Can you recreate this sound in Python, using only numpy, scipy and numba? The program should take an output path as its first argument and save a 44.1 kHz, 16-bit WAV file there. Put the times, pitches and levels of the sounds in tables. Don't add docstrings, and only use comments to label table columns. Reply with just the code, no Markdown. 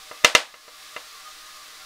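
import sys
import numpy as np
from scipy import signal
from scipy.fft import rfft, irfft
from scipy.io import wavfile
from numba import njit

SR = 44100
rng = np.random.default_rng(int(sys.argv[2]) if len(sys.argv) > 2 else 0)


def unload_audio(sound):
    columns = np.transpose(np.atleast_2d(sound))
    steps = np.round(np.clip(columns, -1, 1) * 32767)
    wavfile.write(sys.argv[1], SR, steps.astype(np.int16))


N = 81585

# t/s, relative level/dB, corner f/Hz
CONTACTS = [(0.1125, -18.5, 1220), (0.2396, -18.5, 2190), (0.2462, 5.5, 7200), (0.3439, -22.5, 2400),
            (0.3502, 7.5, 6660), (0.5406, -23.5, 2260), (0.68, -23.5, 1160), (0.9633, -17, 2350)]
# f/Hz, relative level/dB, decay time t60/s
WHEEL_MODES = [(283, -35.5, 0.14), (483.7, -20, .12), (521, -28, 0.062), (613, -24.5, 0.17),
               (803, -16, 0.039), (1192.5, -14.5, 0.059), (1330, -12, 0.056), (1726, -15, 0.075),
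               (2057, -6.5, 0.063), (2662, -3.5, 0.034), (2802, -6.5, 0.051), (2950, -5, 0.032),
               (3601, -6.5, 0.031), (6232, -8.5, 0.022)]
# f/Hz, relative density level/dB
CRACK_SPECTRUM = [(30, -34), (150, -25), (350, -29.5), (550, -2.5), (900, -4), (1300, -5.5), (2700, -9),
                  (3400, -2), (5000, -5), (7000, -6.5), (10000, -12.5), (15000, -7)]
# f/Hz, relative density level/dB
ROOM_SPECTRUM = [(30, -30), (150, -31), (270, -7.5), (400, -14), (550, 0.5), (900, -1), (1300, -0.5),
                 (2700, 0), (4000, -1.5), (6500, -7), (10000, -9), (15000, -11)]
# multiple of the blade rate, level/dB
BLADE_HARMONICS = [(2, -74), (3, -71), (4, -66), (5, -67), (7, -61.5), (8, -55.5), (9, -62), (10, -67),
                   (11, -62.5), (12, -66.5), (13, -63), (14, -67.5), (17, -62.5)]
# f/Hz, relative density level/dB
AIR_SPECTRUM = [(20, 0), (60, -15.5), (120, -17.5), (250, -17.5), (500, -14), (900, -9.5), (1150, -0.5),
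                (1450, -4), (2000, -2.5), (2700, -4.5), (3700, 0), (5000, -2), (7000, -7), (10000, -11),
                (13000, -14.5), (15500, -15.5)]


def wheel_response(ring_db=-4, crack_db=-6, crack_t60_s=0.039):
    t = np.arange(N) / SR
    ring = sum((-1) ** k * undb(db) * decay(t60) * np.sin(2 * np.pi * hz * t)
               for k, (hz, db, t60) in enumerate(WHEEL_MODES))
    crack = noise(CRACK_SPECTRUM) * decay(crack_t60_s)
    return undb(ring_db) * ring + undb(crack_db) * crack


def contact_forces():
    force = np.zeros(N)
    for onset_s, db, corner_hz in CONTACTS:
        impulse = np.zeros(N)
        impulse[int(onset_s * SR)] = undb(db)
        softness = signal.butter(2, corner_hz, fs=SR, output="sos")
        force += signal.sosfilt(softness, impulse)
    return force


def room_response(gain_db=-17, build_s=0.0042, split_hz=1200, bass_t60_s=0.26, treble_t60_s=0.23):
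    echoes = noise(ROOM_SPECTRUM)
    bass = filtered(echoes, lambda f: 1 / (1 + (f / split_hz) ** 2))
    treble = echoes - bass
    build_up = 1 - np.exp(-np.arange(N) / SR / build_s)
    return undb(gain_db) * build_up * (bass * decay(bass_t60_s) + treble * decay(treble_t60_s))


def fan(blade_hz=153.9, flutter_db=5, whine_hz=1163, whine_width_hz=14, whine_db=-57.5, air_db=-44.5):
    rate_hz = blade_hz * (1 + 0.0023 * drift(6.8))
    blade_phase = 2 * np.pi * np.cumsum(rate_hz) / SR
    hum = np.zeros(N)
    for harmonic, db in BLADE_HARMONICS:
        flutter = undb(flutter_db * drift(18))
        tone = np.sin(harmonic * blade_phase + rng.uniform(0, 2 * np.pi))
        hum += undb(db) * unit_rms(flutter * tone)
    whine = filtered(rng.standard_normal(N), lambda f: 1 / (1 + (2 * (f - whine_hz) / whine_width_hz) ** 2))
    return hum + undb(whine_db) * unit_rms(whine) + undb(air_db) * noise(AIR_SPECTRUM)


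def undb(db):
    return 10 ** (np.asarray(db) / 20)


def unit_rms(x):
    return x / np.sqrt(np.mean(x ** 2))


def filtered(x, gain):
    hz = np.arange(N // 2 + 1) * SR / N + 1e-9
    return irfft(rfft(x) * gain(hz), N)


def noise(spectrum):
    hz, db = np.array(spectrum, float).T
    white = rng.standard_normal(N)
    return unit_rms(filtered(white, lambda f: undb(np.interp(np.log(f), np.log(hz), db))))


def drift(bandwidth_hz):
    return unit_rms(filtered(rng.standard_normal(N), lambda f: np.exp(-(f / bandwidth_hz) ** 2)))


def decay(t60):
    return np.exp(-np.log(1000) * np.arange(N) / SR / t60)


@njit
def gain_reduction(excess_db, attack_s, hold_s, release_db_per_s):
    reduction_db = np.empty(N)
    cut_db, hold_left = 0., 0.
    for i in range(N):
        if excess_db[i] > cut_db:
            cut_db += (excess_db[i] - cut_db) / (attack_s * SR)
        hold_left = hold_s * SR if excess_db[i] > 0 else hold_left - 1
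        if hold_left < 0:
            cut_db = max(cut_db - release_db_per_s / SR, 0.)
        reduction_db[i] = cut_db
    return reduction_db


def scene():
    knocks = signal.fftconvolve(contact_forces(), wheel_response() + room_response())[:N]
    return (knocks + fan())[None]


def record(dry, threshold_db=-9, cutoff_hz=15600):
    excess_db = 20 * np.log10(np.abs(dry[0]) + 1e-9) - threshold_db
    cut_db = gain_reduction(excess_db, attack_s=0.0065, hold_s=0.24, release_db_per_s=29.5)
    clipped = np.clip(dry * undb(-cut_db), -1, 1)
    low_pass = signal.ellip(10, .1, 70, cutoff_hz, fs=SR, output="sos")
    return signal.sosfilt(low_pass, clipped)


dry = scene()
out = record(dry)
unload_audio(out)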